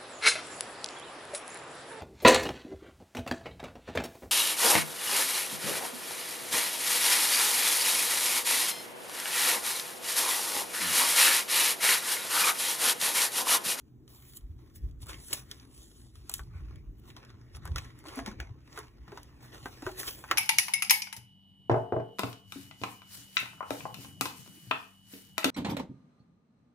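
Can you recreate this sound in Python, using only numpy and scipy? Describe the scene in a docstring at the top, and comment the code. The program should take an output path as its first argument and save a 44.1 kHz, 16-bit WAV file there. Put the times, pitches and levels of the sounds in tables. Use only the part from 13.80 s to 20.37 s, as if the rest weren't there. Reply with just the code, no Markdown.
"""A craft table in a small room, under a phone on a stand: hands sort paper scraps and a stiff plastic pouch.
Sliding strips hiss and scuff as shaped noise; creases snap as noise bursts that ring sheet and pouch. The pouch
drums in hollow sine notes; arm movements shake table and stand with low jolts and tremble. A small room answers
the hits with decaying noise over a low household hum, itself filtered noise. Left and right turn against each
other in phase, band by band."""
import sys
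import numpy as np
from scipy import signal
from scipy.fft import rfft, irfft, next_fast_len
from scipy.io import wavfile
from scipy.ndimage import uniform_filter1d, map_coordinates

SR = 44100
rng = np.random.default_rng(int(sys.argv[2]) if len(sys.argv) > 2 else 0)


def how_loud(loudness_db):
    """Turn decibels into a plain amplitude multiplier (0 dB gives 1, 20 dB gives 10)."""
    steps = np.asarray(loudness_db, float) / 20
    return 10 ** steps


def put_to_file(sound):
    """Save the sound as 16-bit audio at rate SR, in the file named by the first command-line argument."""
    columns = np.atleast_2d(sound).T  # one column per channel
    safe = np.clip(columns, -1, 1)
    whole_steps = np.round(safe * 32767)
    wavfile.write(sys.argv[1], SR, whole_steps.astype(np.int16))


N = 289737  # length in samples


def unit(x):
    """Scale to rms 1."""
    return x / np.sqrt(np.mean(x ** 2) + 1e-20)


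def along(points, hz):
    """Read (Hz, value) points on a log frequency axis."""
    f, v = np.transpose(points)
    return np.interp(np.log(hz + 1), np.log(f + 1), v)


def curve(rows):
    """One value per sample from (s, value) points."""
    s, value = np.transpose(rows)
    return np.interp(np.arange(N) / SR, s, value)


def wobble(rate):
    """A smooth random curve, rate knots a second."""
    knots = rng.standard_normal(int(N * rate / SR) + 4)
    return map_coordinates(knots, [np.arange(N) * rate / SR])


def filtered(x, response):
    """Multiply the spectrum of x by a complex response of frequency."""
    m = next_fast_len(x.shape[-1] + 8192)
    spectrum = rfft(x, m) * response(np.fft.rfftfreq(m, 1 / SR))
    return irfft(spectrum, m)[..., :x.shape[-1]]


def add(track, s, sound):
    """Mix a short sound in at a time in seconds."""
    part = track[max(round(s * SR), 0):][:len(sound)]
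    part += sound[:len(part)]


def resonances(modes, f):
    """Causal response of (Hz, width, dB) modes with alternating signs."""
    total = 0
    for k, (center, width, db) in enumerate(modes):
        damping = 1j * f * width
        total = total + (-1) ** k * how_loud(db) * damping / (center * center - f * f + damping)
    return total


def catches(rate, spread_db, t60):
    """The envelope of fibres and tiny creases letting go at random: many faint, a few strong."""
    chance, size = rng.random(N), rng.exponential(size=N)
    kicks = (chance < rate / SR) * how_loud(spread_db * np.minimum(size, 4))
    decay = how_loud(-60 * np.arange(SR // 20) / SR / t60)
    return signal.fftconvolve(kicks, decay)[:N]


def friction(spectrum, grit, patchy_db):
    """Rubbing: two noises of rms 1 together, in patches, under a shared fine-grained envelope."""
    z = signal.stft(rng.standard_normal((2, N)) * grit, nperseg=512)[2]
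    field = uniform_filter1d(rng.standard_normal(z.shape[1:]), size=5, axis=0)  # across frequency
    field = uniform_filter1d(field, size=12, axis=1)  # along time
    pair = signal.istft(z * how_loud(patchy_db * unit(field)), nperseg=512)[1][:, :N]
    return unit(filtered(pair, lambda hz: how_loud(along(spectrum, hz))))


def speed_db(rows, level_db, edge_db):
    """Each stroke swells to its level and dies away; overlapping strokes add."""
    t, total = np.arange(0, N / SR + .01, .002), 1e-6
    for (s, rise, fall, *_), db in zip(rows, level_db):
        away = np.where(t < s, (s - t) / max(rise, .01), (t - s) / max(fall, .01))
        total = total + how_loud(db - edge_db * away ** 0.91)  # 0.91 sharpens the peak slightly and eases the far slopes
    return np.interp(np.arange(N) / SR, t, 20 * np.log10(total))


# main paper hiss spectrum, before scaling: freq_hz [Hz], level_db [dB]
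HISS_SPECTRUM = [(3000, -120), (5500, -20), (7000, -2), (8000, 0), (10600, 0), (11800, -14), (16000, -120)]
# topmost paper hiss spectrum, before scaling: freq_hz [Hz], level_db [dB]
TOP_SPECTRUM = [(7000, -120), (10400, -14), (11600, -2), (13000, -2), (15500, 0), (15900, -30),
                (20000, -120)]
# spectrum of the paper's body, before scaling: freq_hz [Hz], level_db [dB]
SHEET_SPECTRUM = [(800, -120), (2000, -18), (3000, 0), (4500, 1), (6000, -2), (7500, -16), (12000, -120)]
# spectrum of plastic on the mat, before scaling: freq_hz [Hz], level_db [dB]
SCUFF_SPECTRUM = [(100, -120), (300, 4), (600, -2.5), (1100, -4), (1900, -3), (2800, -8.5), (4000, -39),
                  (9000, -120)]
# resonances of the pouch, before scaling: center_hz [Hz], width_hz [Hz], level_db [dB]
POUCH_MODES = [(408, 23, -8.5), (707, 17, -0.5), (782, 36, -17.5), (1090, 61, 13.5), (1373, 50, -11.5),
               (1637, 79, 7.5), (1950, 89, -12), (2084, 40, 0), (2590, 83, -14.5)]
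# topmost hiss over the main hiss: time_s [s], offset_db [dB]
TOP_HISS_OFFSET = [(0, -9), (.35, 6), (.6, -1), (1, 2.5), (1.3, -7.5), (1.8, -6), (2.3, -13), (2.6, -4.5),
                   (3.2, 3.5), (3.45, -10), (6.57, -1)]
# sliding strokes, before overlaps add:
# fastest_s [s], rise_s [s, at least 0.01], fall_s [s, at least 0.01], hiss_db [dB], scuff_db [dB]
SLIDING_STROKES = [(.005, 0.027, 0.035, -71, -73), (.08, 0.095, 0.043, -79.5, -76),
                   (0.289, 0.014, 0.9, -70, -71), (.5, 0.28, 0.051, -65.5, -71),
                   (0.572, 0.062, 0.026, -47, -72), (0.799, 0.024, 0.51, -85, -71),
                   (0.962, 0.02, 0.026, -53.5, -75), (1.1, 0.29, 0.02, -81, -79),
                   (1.222, 0.018, 0.054, -53.5, -62.5), (1.292, 0.036, .14, -51, -47),
                   (1.47, 0.16, 0.15, -50, -82), (1.537, 0.037, 0.087, -38.5, -42.5),
                   (1.712, 0.047, 0.25, -59, -58), (1.987, 0.15, 0.34, -57, -69),
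                   (2.166, 0.053, 0.21, -61, -71.5), (2.355, 0.036, 0.15, -66.5, -68.5),
                   (2.49, 0.059, .05, -84, -66), (2.549, 0.076, 0.084, -44.5, -57),
                   (2.75, 0.098, 0.44, -76.5, -63), (2.94, 0.35, 0.15, -90, -67),
                   (3.2, 0.043, 0.01, -70.5, -75), (3.288, 0.075, 0.081, -61.5, -56),
                   (3.371, 0.018, 0.22, -71.5, -54.5), (3.497, .05, 0.043, -73, -69),
                   (3.612, 0.11, 0.23, -79.5, -68), (3.762, 0.031, 0.027, -52.5, -52.5),
                   (3.866, 0.073, 0.19, -64.5, -54.5), (3.977, 0.024, 0.12, -52, -46.5),
                   (4.2, 0.12, 0.054, -68.5, -64), (4.269, 0.033, 0.1, -54.5, -48.5),
                   (4.376, 0.066, 0.072, -51, -43), (4.475, 0.031, 0.069, -56, -43.5),
                   (4.613, 0.064, 0.12, -70.5, -49), (4.987, 0.16, 0.14, -58.5, -50),
                   (5.283, 0.067, 0.2, -83, -61.5), (5.378, 0.18, 0.3, -67, -58),
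                   (5.63, 0.043, 0.23, -61.5, -56), (5.741, 0.026, 0.046, -59, -49.5),
                   (5.862, 0.15, 0.59, -61, -54.5), (6.076, 0.083, 0.12, -57.5, -49.5),
                   (6.195, 0.044, 0.17, -43, -49), (6.279, 0.14, 0.23, -46, -50.5),
                   (6.517, 0.028, 0.18, -59, -41)]


def strokes():
    """Paper on paper hisses high, plastic on the mat scuffs low; every catch sounds in all bands at once."""
    *_, hiss_peaks, scuff_peaks = np.transpose(SLIDING_STROKES)
    # dB lost one rise before or one fall after the peak
    hiss_db = speed_db(SLIDING_STROKES, hiss_peaks, edge_db=26)
    scuff_db = speed_db(SLIDING_STROKES, scuff_peaks, edge_db=20.5)
    hiss_share = 0.49  # the paper's body lies between hiss and scuff
    sheet_db = hiss_share * hiss_db + (1 - hiss_share) * scuff_db
    crackle = catches(rate=110, spread_db=4, t60=0.016)
    flutter = how_loud(1.5 * wobble(30))

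    hiss = friction(HISS_SPECTRUM, flutter * (1 + 0.27 * crackle), patchy_db=3.0)
    top = friction(TOP_SPECTRUM, flutter * (1 + 0.12 * crackle), patchy_db=2.2)
    sheet = friction(SHEET_SPECTRUM, flutter * (1 + 0.5 * crackle), patchy_db=2.5)
    paper = how_loud(hiss_db) * hiss
    paper += how_loud(hiss_db + curve(TOP_HISS_OFFSET)) * top
    paper += how_loud(sheet_db) * sheet

    scuff = friction(SCUFF_SPECTRUM, flutter * (1 + 0.45 * crackle), patchy_db=3.5)
    # the plain scuff plus the pouch ringing with it
    pouch = unit(filtered(scuff, lambda f: 1.52 + resonances(POUCH_MODES, f)))
    return paper + how_loud(scuff_db) * pouch


def tearing(t, life):
    """A sharp first release, then the crease keeps tearing."""
    onset = (1 - np.exp(-t / (0.037 * life))) ** 2
    release = how_loud(-60 * t / (0.21 * life))
    tail = 0.21 * how_loud(-60 * t / (1.57 * life))
    return onset * (release + tail)


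def peak(x, db):
    """Scale the largest sample to a level in dB."""
    return how_loud(db) * x / np.abs(x).max()


# creases snapping, peaks of each part before the mix:
# start_s [s], crack_db [dB], body_pitch_hz [Hz], body_db [dB], treble_db [dB]
CREASE_SNAPS = [(0.278, -48.5, 1290, -53.5, -47), (0.535, -44, 1590, -48.5, -50),
                (.79, -60.5, 950, -54, -71.5), (.958, -62, 2200, -49, -46), (1.111, -58, 960, -77, -58),
                (1.229, -41.5, 960, -48, -54), (1.26, -56, 840, -48, -42), (1.268, -46, 1310, -47, -38),
                (1.285, -47, 2700, -53, -37), (1.302, -47, 2870, -43, -48), (1.331, -52, 2730, -29.5, -55),
                (1.343, -42, 2840, -32.5, -55), (1.529, -21.5, 2700, -19.5, -21),
                (1.533, -24, 2800, -45, -12), (1.713, -26.5, 1800, -34.5, -31.5),
                (1.798, -44.5, 2870, -60, -70), (2.355, -50, 1170, -48.5, -54),
                (2.495, -31, 1130, -31, -24.5), (2.515, -50, 2770, -37, -30),
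                (2.539, -21.5, 2500, -35, -16.5), (2.593, -53, 1290, -27.5, -41),
                (2.958, -50.5, 2130, -47, -53), (3.302, -65, 2450, -37, -60), (3.365, -36, 1090, -40, -48),
                (3.449, -48, 1110, -56, -52), (3.502, -47.5, 1300, -44.5, -73),
                (3.749, -43, 1390, -44, -51), (3.768, -50, 1090, -43, -44), (3.854, -42, 990, -32, -34.5),
                (3.875, -57, 1090, -35.5, -41), (3.917, -43.5, 1100, -45, -58),
                (3.959, -24.5, 1410, -22.5, -30), (3.982, -29, 2170, -23, -33),
                (4.189, -62, 1460, -52, -43.5), (4.254, -55, 690, -37, -51), (4.24, -62, 1020, -42, -51),
                (4.267, -52, 1200, -48, -58), (4.284, -40, 2910, -35, -42), (4.3, -57, 1500, -39, -60),
                (4.357, -54, 2010, -41, -33), (4.378, -55, 700, -33, -55), (4.389, -50, 770, -23.5, -55),
                (4.39, -58, 1950, -29, -48), (4.461, -29, 1920, -26, -35), (4.514, -46, 1090, -35, -53),
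                (4.601, -67, 1870, -23, -52), (4.927, -44.5, 1870, -48, -58),
                (4.975, -61, 1030, -26.5, -43), (4.989, -38.5, 1390, -48, -33),
                (5.279, -61, 1090, -37, -72), (5.319, -65, 950, -35.5, -71), (5.374, -39, 1020, -30.5, -66),
                (5.431, -45.5, 790, -64, -41), (5.857, -58, 1020, -21.5, -62), (6.022, -44, 950, -32, -43),
                (6.065, -58, 1020, -19.5, -54), (6.09, -58, 900, -29.5, -53), (6.115, -48, 1800, -40, -40),
                (6.195, -54, 1110, -55, -28), (6.231, -44, 1490, -26.5, -40),
                (6.279, -25.5, 2670, -28, -38), (6.439, -60, 1020, -27.5, -56),
                (6.505, -55, 1700, -38, -54), (6.512, -28, 1850, -5, -40), (6.516, -45, 1050, -20.5, -48)]


def snaps():
    """A crease lets go: a burst of noise whose treble dies first; its body rings the sheet and the pouch."""
    out, t = np.zeros(N), np.arange(SR // 8) / SR
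    for s, crack_db, hz, body_db, treble_db in CREASE_SNAPS:
        noise = rng.standard_normal((3, len(t)))
        life = 0.019 * np.exp(0.083 * rng.normal())  # s, scattered from snap to snap
        # first jump after 1 ms, over the rms of the tearing; the body takes it as a blow
        noise[:, SR // 1000] = 4.56, 4.56, 15

        def treble_response(f):
            return how_loud(along(HISS_SPECTRUM, f)) + 0.54 * how_loud(along(TOP_SPECTRUM, f))

        def body_response(f):
            own_ring = resonances([(hz, 0.36 * hz, 0)], f)
            return 0.23 * how_loud(along(SCUFF_SPECTRUM, f)) + own_ring + 0.22 * resonances(POUCH_MODES, f)

        crack = filtered(noise[0], lambda f: how_loud(along(SHEET_SPECTRUM, f))) * tearing(t, life)
        treble = filtered(noise[1], treble_response) * tearing(t, 0.54 * life)
        body = filtered(noise[2] * tearing(t, 1.85 * life), body_response)
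        add(out, s, peak(crack, crack_db) + peak(treble, treble_db) + peak(body, body_db))
    return out


# the pouch wall flexing in or out; level is that of the lowest partial's peak before the mix:
# start_s [s], level_db [dB], pitch_hz [Hz], length_s [s], swell_share [share of the length]
POUCH_FLEXES = [(4.26, -43, 321, 0.052, 0.36), (4.366, -30.5, 263.6, 0.037, 0.43),
                (4.463, -34.5, 217, 0.04, 0.53), (4.526, -48.5, 301, 0.036, .4),
                (4.981, -41, 410, 0.024, .2), (5.276, -51, 192, 0.062, 0.15),
                (5.324, -38.5, 392, 0.018, 0.2), (5.855, -36.5, 266, 0.013, .25),
                (6.025, -35, 292, 0.015, 0.13), (6.068, -27, 377, 0.036, 0.086),
                (6.512, -53, 463, 0.058, 0.074)]


def drums():
    """The air inside the pouch gives each flex a hollow note with weaker overtones."""
    out = np.zeros(N)
    for s, db, hz, length, swell in POUCH_FLEXES:
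        t = np.arange(round(length * SR)) / SR
        crest = np.clip(swell, .02, .9) * length
        shape = np.sin(np.pi / 2 * np.interp(t, [0, crest, length], [0, 1, 0])) ** 2.2
        note = np.sin(2 * np.pi * hz * t)
        note += 0.27 * np.sin(2 * np.pi * 1.7 * hz * t)
        note += 0.19 * np.sin(2 * np.pi * 2.5 * hz * t)
        add(out, s, how_loud(db) * shape * note)
    return out


# jolts through the stand, before the left-right wobble: middle_s [s], level_db [dB], pitch_hz [Hz]
STAND_JOLTS = [(0.653, -40, 48.4), (0.71, -39, 76), (1.052, -31.5, 56.5), (1.241, -40, 100), (1.3, -46, 60),
               (2.001, -49, 59.7), (2.388, -47, 91), (2.607, -49, 37), (2.613, -41, 63.7), (2.765, -38, 82),
               (2.84, -37, 59.5), (2.94, -41, 70), (3.098, -40, 45), (3.547, -46, 100.6),
               (3.765, -44, 61.4), (3.919, -27.5, 74), (4.416, -47, 50.6), (4.513, -46.5, 48.3),
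               (4.616, -38.5, 63), (4.716, -38.5, 103), (5.223, -45.5, 61), (5.834, -47, 124),
               (6.065, -40.5, 112), (6.073, -53, 37.7)]
# level of the stand's trembling, before its wobble: time_s [s], level_db [dB]
TREMBLE_LEVEL = [(0, -60.5), (.55, -61.5), (.75, -45), (.92, -61.5), (1.02, -44), (1.25, -49.5), (1.4, -55),
                 (2.07, -61.5), (2.55, -51), (2.9, -44.5), (3.25, -53.5), (3.5, -65.5), (3.95, -37),
                 (4.12, -58.5), (4.6, -49), (4.9, -59), (6.57, -55)]
# spectrum of the trembling, before scaling: freq_hz [Hz], level_db [dB]
TREMBLE_SPECTRUM = [(20, -78.5), (35, -13), (55, -5), (85, -9), (120, -12), (170, -20), (260, -48.5),
                    (600, -120)]


def stand():
    """Soft jolts swing the stand for a cycle or two, over a tremble that swells and sinks."""
    out, t = np.zeros(N), np.arange(-SR // 10, SR // 10) / SR
    for s, db, hz in STAND_JOLTS:
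        shape = np.exp(-(t * hz / 0.81) ** 2 / 2)  # half length 0.81 swings
        swing = np.cos(2 * np.pi * hz * t + rng.normal(0, 0.67))
        add(out, s + t[0], how_loud(db) * shape * swing)
    noise = rng.standard_normal((2, N))
    tremble = unit(filtered(noise, lambda hz: how_loud(along(TREMBLE_SPECTRUM, hz))))
    jolts = out * how_loud([[1.5], [-1.5]] * wobble(4.7))  # one channel up, the other down, dB
    return jolts + how_loud(curve(TREMBLE_LEVEL) + 0.82 * wobble(4.1)) * tremble


# the room's decay: freq_hz [Hz], t60_s [s]
ROOM_DECAY = [(200, 0.4), (1400, 0.11), (10000, 0.053)]


def room(x):
    """Each frequency of the room's answer dies at its own speed; a fresh tail every third of a second."""
    out, step = np.zeros((2, N + SR)), SR // 3
    for start in range(0, N, step):
        hz, t, z = signal.stft(rng.standard_normal((2, SR // 3)), SR, nperseg=256)
        decay = how_loud(-60 * t / along(ROOM_DECAY, hz)[:, None])
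        tail = signal.istft(z * decay, SR, nperseg=256)[1]
        tail = tail / np.linalg.norm(tail[0])
        wet = signal.fftconvolve(x[None, start:start + step], tail, axes=1)
        out[:, start + 120:][:, :wet.shape[1]] += wet  # the answer lags by 120 samples
    return out[:, :N]


# household hum spectrum, before scaling: freq_hz [Hz], level_db [dB]
HUM_SPECTRUM = [(25, -22.5), (60, 0), (95, -23), (120, 8.5), (160, -11.5), (250, -5), (330, -6.5),
                (420, -14), (520, -26), (1000, -32), (2500, -42.5), (6000, -45), (11000, -51), (15400, -41),
                (16200, -87.5)]


def household_hum():
    """A low hum of filtered noise that drifts slowly in level."""
    return how_loud(-57) * friction(HUM_SPECTRUM, how_loud(0.77 * wobble(1.6)), patchy_db=2.0)


def scene():
    """Direct hits are the same in both channels; diffuse sounds differ."""
    hits = snaps() + drums()
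    return hits / np.sqrt(2) + how_loud(-13.5) * room(hits) + strokes() + stand() + household_hum()


def roll_off(x):
    """The treble ends steeply here."""
    return signal.sosfilt(signal.butter(12, 16870, fs=SR, output="sos"), x)


# left against right per band, phase lead in steps and likeness: # freq_hz [Hz], left_lead [half turns],
# likeness [0 to 1, left against right]
STEREO_WIDTH = [(0, -.1, .94), (380, -.1, .85), (550, 0, .2), (1000, 0, .3), (1600, .06, .6),
                (2600, .7, .5), (3400, .42, .6), (4350, 1, .97), (5050, 1, .99), (5700, 1.5, .7),
                (6350, 2, .99), (7300, 2, .99), (7850, 2.5, .7), (8500, 3, .99), (9400, 3, .99),
                (9950, 3.5, .7), (10550, 4, .99), (11500, 4, .99), (12050, 4.5, .7), (12650, 5, .99),
                (13700, 5, .99), (14250, 5.5, .7), (14800, 6, .99), (22050, 6, .99)]
# left over right: freq_hz [Hz], lean_db [dB]
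SIDE_LEAN = [(130, 0), (300, 2.7), (500, 0), (900, -1), (1200, 0)]


def record(dry):
    """Left and right are blended band by band to set how alike they are, and turned against each other in
    phase."""
    hz_points, half_turns, alike = np.transpose(STEREO_WIDTH)

    def blend(hz):
        return np.arccos(np.clip(np.interp(hz, hz_points, alike), 0, 1)) / 2

    def turn(hz):
        phase = np.exp(.5j * np.pi * np.interp(hz, hz_points, half_turns))
        return phase * how_loud(along(SIDE_LEAN, hz) / 2)  # each side takes half of turn and lean

    common = filtered((dry[0] + dry[1]) / np.sqrt(2), lambda hz: np.cos(blend(hz)))
    apart = filtered((dry[1] - dry[0]) / np.sqrt(2), lambda hz: np.sin(blend(hz)))
    sides = np.array([common + apart, common - apart])
    sides = filtered(sides, lambda hz: np.array([turn(hz), 1 / turn(hz)]))
    # the treble falls away from 15900 Hz to silence at 16800 Hz
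    sides = filtered(sides, lambda hz: np.clip((16800 - hz) / 900, 0, 1) ** 4)
    return roll_off(sides)


dry = scene()
out = record(dry)
put_to_file(out)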